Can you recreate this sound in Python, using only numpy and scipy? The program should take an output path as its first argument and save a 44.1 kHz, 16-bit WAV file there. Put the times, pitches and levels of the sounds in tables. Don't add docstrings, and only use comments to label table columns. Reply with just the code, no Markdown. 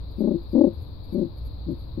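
import sys
import numpy as np
from scipy import signal
from scipy.fft import rfft, irfft
from scipy.io import wavfile

SR = 44100
rng = np.random.default_rng(int(sys.argv[2]) if len(sys.argv) > 2 else 0)


def unload_audio(sound):
    columns = np.transpose(np.atleast_2d(sound))
    steps = np.round(np.clip(columns, -1, 1) * 32767)
    wavfile.write(sys.argv[1], SR, steps.astype(np.int16))


N = 88200
TIME_S = np.arange(N) / SR
FREQS_HZ = np.maximum(np.arange(N + 1) * SR / (2 * N), 1)
RIGHT_LAG_S = .00023

# (frequency [Hz], relative density [dB])
RUMBLE_SPECTRUM = [(15, -4.5), (26, -13), (35, -5.5), (48, -1.5), (62, -2), (78, 0), (102, -3),
                   (130, -11.5), (190, -18.5), (230, -22.5), (290, -17), (380, -28.5), (540, -26.5),
                   (720, -35), (1020, -33.5), (1400, -44), (2000, -51.5), (3200, -79)]
# (frequency [Hz], relative density [dB])
HISS_SPECTRUM = [(1500, -23), (2050, -18), (2450, -11), (2950, -18), (3400, -9.5), (3800, -1.5), (4200, 0),
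                 (4700, -6), (5200, -23.5), (5900, -43.5), (6900, -33.5), (8200, -49), (10300, -37),
                 (11500, -20), (12800, -22), (15600, -25.5)]
# (frequency [Hz], coherence [0..1])
NOISE_COHERENCE = [(60, 0.71), (130, .72), (290, .5), (640, 0.66), (1410, .2), (3100, .02)]
# (frequency [Hz], left minus right [dB])
NOISE_LEFT_BIAS = [(60, 2), (200, 0.5), (400, 8.5), (1200, 5.5), (2400, 2), (4400, 16), (8000, 0),
                   (14000, 9)]
# (time [s], relative level [dB])
HUM_ENVELOPE = [(0.0, -37), (0.24, -47.5), (0.28, -65.5), (0.41, -39), (1.26, -51.5), (1.39, -33),
                (1.74, -31.5), (2.0, -44.5)]
# (start [s], pitch [Hz], relative level [dB])
CHIRPS = [(0.097, 2347, -0.5), (0.415, 2372, -0.5), (0.725, 2321, -3), (1.030, 2308, 0),
          (1.361, 2330, -1.5), (1.700, 2315, -5.5)]
# (delay [s], length [s], pitch [ratio], relative level [dB])
CHIRP_NOTES = [(0.0, 0.038, 1.0, -61.5), (0.056, 0.042, 1.12, -66), (0.08, 0.049, 1.0, -58)]
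# (frequency [Hz], gain [dB])
CHIRP_RESPONSE = [(2400, -11), (4700, 1.5), (5300, -8), (7000, -23), (8000, -28.5), (9400, -19.5),
                  (10500, -7), (11600, -2), (13000, -24.5), (14400, -19), (15500, -11)]
# (start [s], length [s], mid pitch [Hz], source level [dB], glide over the throb [oct])
OWL_THROBS = [(0.1793, 0.02, 194, -21.5, 0.69), (0.2024, 0.028, 195.2, -15.0, 0.24),
              (0.234, 0.03, 190.5, -16, 0.61), (0.2697, 0.026, 202, -13.5, 0.45),
              (0.3034, 0.026, 187, -15.5, 0.5), (0.3354, 0.03, 158.8, -17.5, 0.075),
              (0.5289, 0.0193, 165, -17.5, -0.55), (0.5474, 0.0245, 233.5, -12, 0.46),
              (0.5729, 0.0255, 244.2, -12.0, 0.46), (0.6047, 0.019, 278.3, -10, 0.47),
              (0.6353, 0.02, 257.6, -10.5, 0.44), (0.6643, 0.023, 180.6, -14, -0.21),
              (1.121, 0.02, 179.5, -22.5, 0.3), (1.142, 0.034, 183.8, -17.5, 0.52),
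              (1.1749, 0.0309, 185.3, -17, 0.51), (1.2082, 0.03, 170.3, -17, -0.047),
              (1.2444, 0.028, 130.5, -22.5, -0.18), (1.6632, 0.021, 174.7, -27, 0.2),
              (1.6789, 0.028, 148, -18.5, 0.6), (1.7094, 0.033, 121.8, -20.5, -0.55),
              (1.9724, 0.017, 164.7, -21, -0.42), (1.985, 0.031, 166.3, -21.5, 0.3)]
# (frequency [Hz], gain [dB])
THROAT_BOX_RESPONSE = [(90, -18.5), (151, -5.5), (198, -2.6), (253, 4), (339, 5.5), (381, 1), (438, -11.5),
                       (562, -3.5), (573, 1), (700, -25), (826, -17), (1042, -28), (1374, -43.5),
                       (2400, -57.5)]
# (frequency [Hz], gain [dB], T60 [s])
BOX_AIR_MODES = [(214.6, -8.5, 0.24), (340.4, 3, 0.13), (531, 4.5, 0.14), (778, -26.4, 0.2)]


def from_db(db):
    return 10 ** (np.asarray(db) / 20)


def unit_rms(x):
    return x / np.sqrt(np.mean(x ** 2) + 1e-20)


def at_hz(table, hz):
    table_hz, values = np.transpose(table)
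    return np.interp(np.log(hz), np.log(table_hz), values)


def drift(corner_hz):
    white = rfft(rng.standard_normal(2 * N))
    return unit_rms(irfft(white / (1 + (FREQS_HZ / corner_hz) ** 2))[:N])


def colour(x, response):
    cepstrum = irfft(np.log(from_db(at_hz(response, FREQS_HZ))))
    causal_fold = np.r_[1, np.full(N - 1, 2), 1, np.zeros(N - 1)]
    return irfft(rfft(x, 2 * N) * np.exp(rfft(cepstrum * causal_fold)))[:N]


def resonate(x, hz, t60_s):
    radius = np.exp(-np.log(1000) / (t60_s * SR))
    feedback = [1, -2 * radius * np.cos(2 * np.pi * hz / SR), radius ** 2]
    return signal.lfilter(np.array([1, 0, -1]) * (1 - radius ** 2) / 2, feedback, x + 1e-18)


def reverb(x, t60_s):
    tail = rng.standard_normal((2, N)) * np.exp(-np.log(1000) * TIME_S / t60_s)
    return signal.fftconvolve(x[None], tail / np.sqrt(np.sum(tail ** 2) / 2), axes=1)[:, :N]


def background_noise(spectrum):
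    mid, side = rfft(rng.standard_normal((2, 2 * N)))
    sign = np.array([[1], [-1]])
    coherence = at_hz(NOISE_COHERENCE, FREQS_HZ)
    pair = np.sqrt(1 + coherence) * mid + sign * np.sqrt(1 - coherence) * side
    gain = from_db(at_hz(spectrum, FREQS_HZ) + sign * at_hz(NOISE_LEFT_BIAS, FREQS_HZ) / 2)
    lag = np.exp(1j * np.pi * sign * FREQS_HZ * RIGHT_LAG_S)
    return unit_rms(irfft(gain * lag * pair)[:, :N])


def hum(hz=60.22, wander=.03, gain_db=-2.5):
    envelope_db = np.interp(TIME_S, *np.transpose(HUM_ENVELOPE))
    pitch_hz = hz * (1 + wander * drift(9.2))
    return from_db(gain_db + envelope_db) * np.sin(2 * np.pi * np.cumsum(pitch_hz) / SR)


def far_bird(fall_oct=.028, echo_db=-2, right_db=-6):
    song, harmonics = np.zeros(N), np.arange(1, 7)[:, None]
    waver = 1 + .006 * drift(150)
    for start_s, hz, chirp_db in CHIRPS:
        for delay_s, length_s, ratio, note_db in CHIRP_NOTES:
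            onset_s, note_hz = start_s + delay_s, hz * ratio
            on = (TIME_S >= onset_s) & (TIME_S < onset_s + length_s)
            progress = (TIME_S[on] - onset_s) / length_s
            pitch_hz = note_hz * waver[on] * 2 ** (fall_oct * (.5 - progress))
            phase = 2 * np.pi * np.cumsum(pitch_hz) / SR
            partials = from_db(at_hz(CHIRP_RESPONSE, harmonics * note_hz)) * np.sin(harmonics * phase)
            song[on] += from_db(chirp_db + note_db) * np.sin(np.pi * progress) * partials.sum(axis=0)
    return (song + from_db(echo_db) * reverb(song, t60_s=.35)) * from_db([[0], [right_db]])


def owl_syrinx(attack_s=.0048, release_s=.01, sag_oct=.67, rasp_db=-28):
    ref_db, ref_db_per_oct, closed_db_per_oct = -10.5, -1.25, -8.5
    voice, harmonics = np.zeros(N), np.arange(1, 9)[:, None]
    jitter, shimmer = 1 + .004 * drift(90), 1 + .04 * drift(110)
    rasp = from_db(rasp_db) * drift(1500)
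    for start_s, length_s, mid_hz, level_db, glide_oct in OWL_THROBS:
        on = (TIME_S >= start_s) & (TIME_S < start_s + length_s)
        age_s = TIME_S[on] - start_s
        from_mid = age_s / length_s - .5
        attack = np.sin(np.pi / 2 * np.minimum(age_s / attack_s, 1))
        release = np.sin(np.pi / 2 * np.minimum((length_s - age_s) / release_s, 1))
        opening = attack * release
        bend_oct = sag_oct * (2 * from_mid) ** 2 + glide_oct * from_mid
        phase = 2 * np.pi * np.cumsum(mid_hz * 2 ** bend_oct * jitter[on]) / SR
        db_per_oct = ref_db_per_oct + .94 * (level_db - ref_db) + closed_db_per_oct * (1 - opening)
        tone = np.sum(from_db(db_per_oct * np.log2(harmonics)) * np.sin(harmonics * phase), axis=0)
        pulsed_rasp = rasp[on] * (1 + np.cos(phase))
        voice[on] += from_db(level_db) * opening * (tone * shimmer[on] + pulsed_rasp)
    return voice


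def owl_in_box(tail_db=-23, right_db=-11.5):
    voice = colour(owl_syrinx(), THROAT_BOX_RESPONSE)
    boxed = voice + sum(from_db(db) * resonate(voice, hz, t60_s) for hz, db, t60_s in BOX_AIR_MODES)
    pair = np.array([boxed, np.interp(TIME_S - RIGHT_LAG_S, TIME_S, boxed)])
    return (pair + from_db(tail_db) * reverb(voice, t60_s=.25)) * from_db([[0], [right_db]])


def scene(rumble_db=-36.5, hiss_db=-57.5):
    tonal = owl_in_box() + far_bird() + hum()
    rumble = from_db(rumble_db) * background_noise(RUMBLE_SPECTRUM)
    hiss = from_db(hiss_db) * background_noise(HISS_SPECTRUM)
    return tonal + rumble + hiss


def record(dry):
    cutoff_hz = 15750
    return signal.sosfilt(signal.ellip(12, .1, 80, cutoff_hz, fs=SR, output="sos"), dry)


dry = scene()
out = record(dry)
unload_audio(out)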